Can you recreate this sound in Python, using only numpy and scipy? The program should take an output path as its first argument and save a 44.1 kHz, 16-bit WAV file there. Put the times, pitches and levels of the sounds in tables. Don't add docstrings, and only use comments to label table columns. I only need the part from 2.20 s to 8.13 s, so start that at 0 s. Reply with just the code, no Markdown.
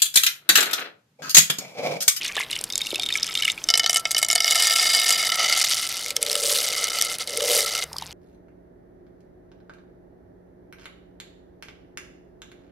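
import sys
import numpy as np
from scipy import signal
from scipy.fft import rfft, irfft, next_fast_len
from scipy.io import wavfile
from scipy.ndimage import uniform_filter1d

SR = 44100
rng = np.random.default_rng(int(sys.argv[2]) if len(sys.argv) > 2 else 0)


def generate_wav(sig):
    pcm = np.round(np.clip(np.atleast_2d(sig).T, -1, 1) * 32767).astype(np.int16)
    wavfile.write(sys.argv[1], SR, pcm)


N = 261513

# (frequency [Hz], level [dB])
AIR_SPECTRUM = [(15, -36), (25, -14), (213, 0), (1120, -3.5), (1310, -2.5), (1960, -4), (2240, -9.5),
                (2630, -11.5), (3090, -21), (4870, -5), (7090, -21.5), (10600, -12), (15000, -8)]
# (frequency [Hz], level [dB])
LOW_AIR_SPECTRUM = [(20, -5), (35, -4), (50, -2.5), (80, -5), (135, 0.5), (200, -6.5), (300, -3.0),
                    (1000, -13.5), (4000, -81)]
# (frequency [Hz], level [dB])
HUM_TONES = [(70.0, -58), (113.0, -64), (156.1, -57.5)]
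# (time [s], level [dB], pitch [Hz])
SNAPS = [(0.029, -30, 3470), (0.0478, -12, 4410), (0.0797, -7.5, 5500), (0.0962, -18.5, 2010),
         (0.1665, -8, 3350), (0.1764, -11, 1815), (0.2059, -11, 2120), (0.2271, -17, 2260),
         (0.3127, -8, 4060), (0.3292, -8.5, 2940), (0.3393, -25, 2700), (0.3631, -11, 2740),
         (0.3892, -12, 5460), (0.412, -11, 9400), (0.4399, -4, 8360), (0.5013, -12, 3650),
         (0.5242, -10.5, 6200), (0.5342, -13.5, 3780), (0.5556, -2.5, 7100), (0.5781, -4, 7500),
         (0.606, -15, 2280), (0.6154, -10.5, 3800), (0.6604, -16, 3900), (0.6679, -10, 3970),
         (0.7048, -12, 4200), (0.7138, -15, 3020), (0.745, -8.5, 3450), (0.7572, -5, 3620),
         (0.7966, -4.5, 3690), (0.821, -15, 3780), (0.833, -10, 3620), (0.8619, -9.5, 3520),
         (0.8879, -9.5, 3600), (0.9248, -8, 3690), (0.9384, -14, 4700), (0.9542, -8, 2265),
         (0.9737, -9, 5120), (1.0301, -4.5, 5090), (1.0434, -14, 4850), (1.067, -10.5, 7100),
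         (1.0954, -16.5, 2280), (1.1523, -4, 3610), (1.1737, -7, 3580), (1.2226, -4.5, 2980),
         (1.2334, -10, 2990), (1.2506, -3.5, 2880), (1.279, -5.5, 2240), (1.2857, -10, 2890),
         (1.2994, -7.5, 3540), (1.3178, -12, 7350), (1.3773, -16, 2570), (1.4401, -10.5, 6550),
         (5.7304, -14.5, 4770), (5.7656, -16, 4830), (5.7838, -10, 4800), (5.8236, -17.5, 3700)]
# (frequency [Hz], width [Hz], level [dB])
FILM_MODES = [(1308, 38, -4), (1870, 90, -38), (2255, 120, 1.5), (2460, 200, -21), (2830, 69, -16),
              (3675, 54, 1), (5210, 100, 0.5), (6200, 170, -2.5), (7450, 300, -1)]
# (start [s], length [s], level [dB], pitch [Hz])
PULLS = [(0.0, 0.083, -30, 2580), (0.142, 0.074, -31.5, 2300), (0.285, 0.1, -35.5, 2930),
         (0.574, .28, -38.5, 3780), (0.884, 0.26, -34, 2670), (1.148, 0.15, -31.5, 3190),
         (5.79, 0.16, -41, 3240)]
# (time [s], level [dB], pitch [Hz])
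BUMPS = [(0.167, -21, 585), (0.176, -24.5, 840), (0.201, -22, 1040), (0.407, -31, 620), (0.73, -20, 616),
         (0.79, -28.5, 606), (5.716, -34, 930), (5.742, -32, 1020), (5.761, -29, 900), (5.822, -24.5, 920)]
# (time [s], level [dB])
FLOW = [(2.3, -22.5), (2.44, -21.5), (2.84, -21.5), (3.12, -27), (3.4, -26.5), (3.53, -26), (3.77, -31),
        (3.88, -34.5), (4.06, -33), (4.23, -29.5), (4.44, -27), (4.77, -30.5), (5.03, -30.5), (5.17, -34),
        (5.36, -26.5), (5.48, -31.5), (5.63, -31)]
# (time [s], level [dB])
WALL_SHARE = [(2.3, -5), (2.95, -5.5), (3.25, 2), (3.5, -9), (4.35, -10.5), (4.7, -3), (5.1, -8.5),
              (5.6, -2.5)]
# (crest [s], rumble [dB], rise [s], fall [s])
SURGES = [(4.272, -27, 0.28, 0.13), (5.298, -20, 0.14, 0.12)]
STALLS = [1.83, 2.07, 3.942, 3.993, 4.975, 5.056]
# (frequency [Hz], level [dB])
RATTLE_SPECTRUM = [(300, -40), (1000, -1.5), (2000, -6), (3000, -3), (5000, 1.5), (7000, 0.5), (10000, 5),
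                   (15000, 12)]
# (frequency [Hz], level [dB])
SLIDE_SPECTRUM = [(1500, -33), (4000, -20.5), (8000, -2.5), (11000, -2), (13000, -1.5), (16000, 5)]
# (frequency [Hz], width [Hz], level [dB])
BOX_MODES = [(487, 44, -19.5), (689, 91, -8), (785, 350, -14), (1272.5, 42, -9.5), (1336.7, 15, -6),
             (1811, 65, -5.5), (2154, 58, -20.5), (2160, 70, 1), (2986, 79, -1), (3486, 44, -5.5),
             (3786, 39, -4.5), (4820, 84, 2), (4980, 400, -1.5), (5200, 66, -34), (5750, 91, -4),
             (7230, 67, -12.5), (8030, 390, -7.5)]
# (frequency [Hz], width [Hz], level [dB])
BARE_FLOOR_MODES = [(2998, 31, 1.5), (5010, 90, -7), (5450, 120, -2), (6120, 200, -2)]
# (frequency [Hz], width [Hz], level [dB])
HALF_FULL_MODES = [(686, 215, -11), (1319, 60, -6), (2084, 130, -2), (2990, 95, -3.5), (3750, 340, -5.5),
                   (4690, 160, -4.5), (6020, 470, -5)]
# (frequency [Hz], width [Hz], level [dB])
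LOADED_MODES = [(483, 72, 3.5), (502, 83, -0.5), (577, 31, 2.5), (680, 540, -10.5)]
# (time [s], click [dB], knock on the box [dB])
LANDINGS = [(1.488, -3.5, -18), (1.5022, -3, -17.5), (1.5392, -3.5, -14), (1.5544, -8, -20.5),
            (1.5749, -1.5, -20.5), (1.5954, -2.5, -16.5), (1.6332, -14.5, -25), (1.6418, -12.5, -21.5),
            (1.6614, -4.5, -16.5), (1.6952, -2.5, -17), (1.7064, -9, -31), (1.73, -5.5, -24.5),
            (1.7439, -4, -23), (1.7596, -4, -20), (1.769, -2, -21), (1.796, -13, -46), (1.8538, -12.5, -19),
            (1.872, -21, -35.5), (1.9084, -9, -26), (1.9144, -2.5, -33.5), (1.947, -7, -19.5),
            (1.966, -6.5, -20.5), (1.981, -3.5, -27.5), (1.9884, -6, -26.5), (2.0164, -14.5, -33),
            (2.0278, 0, -18.5), (2.0473, -10, -23.5), (2.0854, -6, -26), (2.1012, -4.5, -18.5),
            (2.1117, -3.5, -21), (2.1293, -4.5, -21.5), (2.1535, -1.5, -21), (2.1584, -3.5, -15),
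            (2.1792, -7.5, -20), (2.204, -2.5, -16.5), (2.2444, -4.5, -18), (2.2787, -3, -16.5),
            (2.3087, -2.5, -19.5), (2.3556, -3, -23), (2.4238, -2, -20.5), (2.4698, -3, -20),
            (2.7488, -3, -21), (2.8934, -4, -19.5), (2.9053, 0.5, -17.5), (3.3254, -6.5, -17.5),
            (3.3764, -7, -23), (3.4453, -7, -23.5)]
# (time [s], level [dB], pitch [Hz])
TICKS = [(3.8616, -10, 5540), (3.8826, -13, 5530), (3.9054, -5.5, 5400), (3.9653, -1, 5600),
         (4.0276, 1, 10550), (4.0644, -5, 4550), (4.0978, -4.5, 4800), (4.115, -3, 5460), (4.129, -6, 6070),
         (4.154, -1, 3500), (4.2028, -18, 6200), (4.2607, -11, 4773), (4.6418, -2, 6300),
         (4.7867, -5, 4960), (4.8129, -0.5, 6250), (4.8227, 0, 5750), (4.8493, -5, 5990),
         (4.9851, -12, 11800), (5.007, -16, 4270), (5.0744, -11, 4300), (5.1733, -2.5, 10400),
         (5.2056, -8.5, 2970), (5.3892, -2.5, 9700), (5.4056, -7, 5800), (5.461, -8.5, 4030),
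         (5.5508, -8, 3990)]
# (frequency [Hz], time [s])
ROOM_FADE = [(200, 0.91), (2000, 0.22), (12000, 0.014)]
# (frequency [Hz], level [dB])
MIC_TREBLE = [(9000, -0.5), (12000, -3.0), (14000, -9.0), (16000, -20.0)]

POUR_START, POUR_END = 1.485, 5.644
TOP_HZ = 15900
PULL_ATTACK_S, PULL_RELEASE_DB_PER_S = 0.011, 244
SLACK_DB = -47.5
TAUT_START, TAUT_END = 0.64, 1.5
TRICKLE_DB, OPEN_S, OPEN_RISE_S = -21.5, 2.299, 0.15
STALL_S, STALL_DB = 0.016, -21.5
SLIDE_LAG_S, SLIDE_RISE_S, SLIDE_FALL_S = 0.04, 0.12, 0.13
HISS_DB = -8.5
SURGE_HISS_DB, SURGE_RATTLE_DB = 12.5, 5.5
CLATTER_S, CLATTER_WIDTH_S, CLATTER_DB = 3.45, 0.11, 5
LOADED_S, LOADED_DB = 3.85, -11.5
PELLET_HZ = 5070
GLANCE_OCT_PER_DB = 0.11
SQUARE_HIT_DB = 13


def amp(db):
    return 10 ** (np.asarray(db) / 20)


def unit(x):
    return x / np.sqrt(np.mean(x ** 2) + 1e-20)


def even(x, size=3500):
    power = uniform_filter1d(uniform_filter1d(unit(x) ** 2, size), size)
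    return unit(x) / np.sqrt(np.abs(power) + 1e-4)


def along(points, hz):
    f, v = np.transpose(points)
    return np.interp(np.log(hz + 1), np.log(f + 1), v)


def gains(rows):
    s, *columns = np.transpose(rows)
    return [amp(np.interp(np.arange(N) / SR, s, column)) for column in columns]


def during(start, end):
    t = np.arange(N) / SR
    return uniform_filter1d(((t >= start) & (t < end)) * 1., size=100)


def swell(s, rise_s, fall_s):
    t = np.arange(N) / SR - s
    return np.exp(-(t / np.where(t < 0, rise_s, fall_s)) ** 2)


def filtered(x, response):
    m = next_fast_len(N + 8192)
    return irfft(rfft(x, m) * response(np.fft.rfftfreq(m, 1 / SR)), m)[..., :N]


def coloured(x, spectrum):
    return filtered(x, lambda hz: amp(along(spectrum, hz)))


def add(track, s, sound):
    part = track[max(round(s * SR), 0):][:len(sound)]
    part += sound[:len(part)]


def ring(modes, times, sizes, vary_db=4.0):
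    t, out = np.arange(SR // 8) / SR, np.zeros(N)
    at = np.clip(np.round(times * SR).astype(int), 0, N - 1)
    for hz, width_hz, db in modes:
        z = rng.standard_normal((len(at), 2))
        blows = np.bincount(at, sizes * np.sign(z[:, 0]) * amp(vary_db * z[:, 1]), N)
        build_up = 1 - np.exp(-t * hz / 2.0)
        fade = np.exp(-np.pi * width_hz * t)
        mode = np.sin(2 * np.pi * hz * t) * fade * build_up
        out += signal.oaconvolve(blows, amp(db) * mode / np.linalg.norm(mode))[:N]
    return out


def click(hz, spread, t60, crack, crack_t60, rise=0.001, count=9):
    t = np.arange(SR // 25) / SR
    z = rng.standard_normal((count, 3))
    place = np.linspace(-1, 1, count)
    offset = spread * place * (np.abs(place) + 0.31 + 0.24 * z[:, 0])
    pitch = np.minimum(hz * np.exp(offset), TOP_HZ)[:, None]
    weight = amp(-12 * np.abs(place) + 9.0 * z[:, 1]) * np.sign(z[:, 2])
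    slow = np.sqrt(4000 / pitch)
    fade = amp(-60 * t / (t60 * slow))
    build_up = 1 - np.exp(-t / (rise * slow))
    tone = weight @ (np.sin(2 * np.pi * pitch * t) * fade * build_up)
    noise = rng.standard_normal(len(t)) * amp(-60 * t / crack_t60)
    burst = signal.lfilter(*signal.butter(2, [3200, 13000], "band", fs=SR), noise)
    sound = tone / np.abs(tone).max() + crack * burst / np.abs(burst).max()
    return sound / np.abs(sound).max()


def contacts(start, end, count, spread_db):
    times = rng.uniform(start, end, count)
    return times, amp(spread_db * np.minimum(rng.standard_normal(count), 2))


def grains(times, sizes, hz, spread, cycles, size=300):
    z = rng.standard_normal((len(times), 2))
    ratio = np.exp(spread * z[:, :1])
    turns = np.minimum(np.reshape(hz, (-1, 1)) * ratio, SR / 2) * np.arange(size) / SR
    waves = np.sin(2 * np.pi * turns) * np.exp(-turns / cycles) * (1 - np.exp(-2 * turns))
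    waves *= sizes[:, None] * np.sign(z[:, 1:]) * np.sqrt(ratio)
    at = (times * SR).astype(int)[:, None] + np.arange(size)
    return np.bincount(at.ravel(), waves.ravel(), N)[:N]


def air():
    t = np.arange(N) / SR
    before = during(0, POUR_START)
    hiss_level = amp(-46.5) + amp(-58.5) * before
    hiss = hiss_level * unit(coloured(rng.standard_normal(N), AIR_SPECTRUM))
    low_level = amp(-55.0) + amp(-66.0) * before
    low = low_level * unit(coloured(rng.standard_normal(N), LOW_AIR_SPECTRUM))
    hum = np.zeros(N)
    for hz, db in HUM_TONES:
        hum += amp(db) * np.sqrt(2) * np.sin(2 * np.pi * hz * t + rng.uniform(0, 2 * np.pi))
    return hiss + low + amp(3.5) * hum * during(POUR_END, N / SR)


def pulling():
    t = np.arange(N) / SR
    effort = amp(SLACK_DB) * (during(0, POUR_START) + amp(-9.0) * during(POUR_END, N / SR))
    for s, length, db, _ in PULLS:
        hold = np.clip((t - s) / PULL_ATTACK_S, 0, 1)
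        release_db = PULL_RELEASE_DB_PER_S * np.maximum(t - s - length, 0)
        effort = np.maximum(effort, hold * amp(db - release_db))
    return effort


def crinkle(count, spread_db, spread, cycles, octaves=0):
    s, length, _, hz = np.transpose(PULLS)
    times, sizes = contacts(0, N / SR, count, spread_db)
    pitch = np.interp(times, s + length / 2, hz) * 2 ** octaves
    return pulling() * even(grains(times, sizes, pitch, spread, cycles))


def film():
    out = np.zeros(N)
    for s, db, hz in SNAPS:
        snap = click(hz, spread=0.327, t60=0.015, crack=0.92 * hz / 4500, crack_t60=0.014,
                     rise=0.001 * (3500 / hz) ** 2)
        add(out, s, amp(db - 5.0) * snap)
    s, db, hz = np.transpose(SNAPS)
    tautness = np.interp(s, [.3, .55], [.4, 1])
    force = amp(db) * tautness * (s < POUR_START)
    for mode in FILM_MODES:
        nearness = 1 / (1 + (np.log(hz / mode[0]) / 0.24) ** 2)
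        out += amp(5.0) * ring([mode], s, force * nearness)
    out += amp(-7.0) * crinkle(count=6000, spread_db=6.5, spread=0.242, cycles=3.6)
    out += amp(-4.0) * crinkle(count=1200, spread_db=5.5, spread=0.39, cycles=1.05, octaves=1.0)
    sheet = even(ring(FILM_MODES, *contacts(TAUT_START, TAUT_END, count=190, spread_db=8.0)))
    return out + amp(-4.5) * pulling() * sheet


def small_snaps():
    out, effort = np.zeros(N), pulling()
    start, length, _, pitch = np.transpose(PULLS)
    for s, size in zip(*contacts(0, TAUT_END, count=150, spread_db=4.)):
        hz = np.interp(s, start + length / 2, pitch) * np.exp(rng.normal(0.204, .2))
        level = amp(8.5) * size * effort[int(s * SR)]
        add(out, s, level * click(hz, spread=0.234, t60=0.013, crack=0.59, crack_t60=0.0082))
    return out


def bumps():
    out = np.zeros(N)
    for s, db, hz in BUMPS:
        knock = click(hz, spread=0.455, t60=0.0059, crack=.02, crack_t60=.004, rise=0.00095)
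        add(out, s, amp(db) * knock)
    return out


def stream():
    t = np.arange(N) / SR
    trickle_db = TRICKLE_DB * np.clip((OPEN_S - t) / OPEN_RISE_S, 0, 1)
    stall_db = STALL_DB * sum(swell(s, STALL_S, STALL_S) for s in STALLS)
    flow = gains(FLOW)[0] * amp(2.5 + trickle_db + stall_db)
    sliding = sum(swell(row[0] + SLIDE_LAG_S, SLIDE_RISE_S, SLIDE_FALL_S) for row in SURGES)
    shaking = sum(amp(db) * swell(s, rise, fall) for s, db, rise, fall in SURGES)
    clatter_db = CLATTER_DB * swell(CLATTER_S, CLATTER_WIDTH_S, CLATTER_WIDTH_S)
    rattle = flow * amp(SURGE_RATTLE_DB * sliding + clatter_db)
    hiss = flow * amp(HISS_DB + SURGE_HISS_DB * sliding)
    drum = flow * gains(WALL_SHARE)[0]
    rumble = np.hypot(shaking, amp(LOADED_DB) * flow * during(LOADED_S, POUR_END))
    return rattle, hiss, drum, rumble


def chatter(times, sizes, span, count=3):
    delays = np.cumsum(rng.uniform(0, span, (len(times), count)), axis=1) / count
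    return (times[:, None] + delays).ravel(), np.repeat(sizes, count)


def pour():
    rattle, hiss, drum, rumble = stream()
    times, sizes = chatter(*contacts(POUR_START, POUR_END, count=1600, spread_db=2.0), span=.006)
    sizes = sizes ** np.interp(times, [2.2, 3.4, 4.3], [1, .9, .75])
    pellets = coloured(grains(times, sizes, hz=4400, spread=0.4, cycles=1.48), RATTLE_SPECTRUM)
    bright_modes = [mode for mode in BOX_MODES if mode[0] > 2500]
    bright = even(ring(bright_modes, times, sizes))
    bare = np.interp(np.arange(N) / SR, [2.85, 3.2], [.55, .05])
    out = amp(-2.5) * rattle * (np.sqrt(1 - bare) * even(pellets) + np.sqrt(bare) * bright)
    edges = unit(grains(times, sizes, hz=9470, spread=0.43, cycles=6.2))
    scrape_contacts = contacts(POUR_START, POUR_END, count=7000, spread_db=-6.5)
    scrapes = unit(grains(*scrape_contacts, hz=10300, spread=0.34, cycles=0.51))
    out += amp(1.5) * hiss * even(coloured(edges + scrapes, SLIDE_SPECTRUM))
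    fill = np.interp(times, [2.85, 3.25], [0, 1])
    walls = ring(BOX_MODES, times, sizes * (1 - fill)) + ring(HALF_FULL_MODES, times, sizes * fill)
    out += amp(1.0) * drum * even(walls)
    shakes = contacts(3.5, POUR_END, count=900, spread_db=0.5)
    out += amp(-5.5) * rumble * even(ring(LOADED_MODES, *shakes))
    return out * during(POUR_START, POUR_END)


def landings():
    out = np.zeros(N)
    for s, db, knock_db in LANDINGS:
        hz = PELLET_HZ * 2 ** (GLANCE_OCT_PER_DB * (db - knock_db - SQUARE_HIT_DB))
        crack = .5 * (hz / 5000) ** 2
        first = click(hz, spread=0.309, t60=0.015, crack=crack, crack_t60=0.03, rise=0.00016)
        add(out, s, amp(db - 2.5) * first)
        second = click(hz, spread=0.242, t60=0.019, crack=crack, crack_t60=0.0053)
        add(out, s + rng.uniform(0.00093, 0.022), amp(db - 10.5) * second)
    s, _, knock_db = np.transpose(LANDINGS)
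    uncovered = np.interp(s, [1.55, 2.3], [1, 0])
    box = amp(14.5) * ring(BOX_MODES, s, amp(knock_db))
    bare_floor = amp(19.) * ring(BARE_FLOOR_MODES, s, amp(knock_db) * uncovered)
    return out + box + bare_floor


def strays():
    out, rattle = np.zeros(N), stream()[0]
    for s, size in zip(*contacts(OPEN_S, POUR_END, count=110, spread_db=2.5)):
        hz = PELLET_HZ * np.exp(rng.normal(0, 0.282))
        level = amp(10.0) * size * rattle[int(s * SR)]
        add(out, s, level * click(hz, spread=0.47, t60=0.0041, crack=1.0, crack_t60=0.0085, rise=0.00011))
    return out


def ticks():
    out = np.zeros(N)
    for s, db, hz in TICKS:
        tick = click(hz, spread=0.641, t60=0.007, crack=0.83, crack_t60=0.013, rise=0.00033)
        add(out, s, amp(db - 2.0) * tick)
    s, db, _ = np.transpose(TICKS)
    return out + amp(-12.5) * ring(BOX_MODES, s, amp(db))


def room(x):
    hz, t, z = signal.stft(rng.standard_normal(SR // 3), SR, nperseg=256)
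    fade = amp(-60 * t / along(ROOM_FADE, hz)[:, None])
    tail = signal.istft(z * fade, SR, nperseg=256)[1]
    return signal.fftconvolve(x, tail / np.linalg.norm(tail))[:N]


def scene():
    small = film() + small_snaps() + pour() + landings() + strays() + ticks()
    bass_cut = signal.butter(2, 290, "high", fs=SR, output="sos")
    close = signal.sosfilt(bass_cut, small) + bumps()
    mid = close + amp(-18.) * room(close) + air()
    scatter = rng.standard_normal(64)
    side = amp(-57.5) * np.convolve(mid, scatter / np.linalg.norm(scatter))[:N]
    return np.array([mid + side, mid - side])


def record(dry):
    x = coloured(dry, MIC_TREBLE)
    x = x / (1 + np.abs(x) ** 6) ** (1 / 6)
    return filtered(x, lambda hz: hz < TOP_HZ)


dry = scene()
out = record(dry)
generate_wav(out)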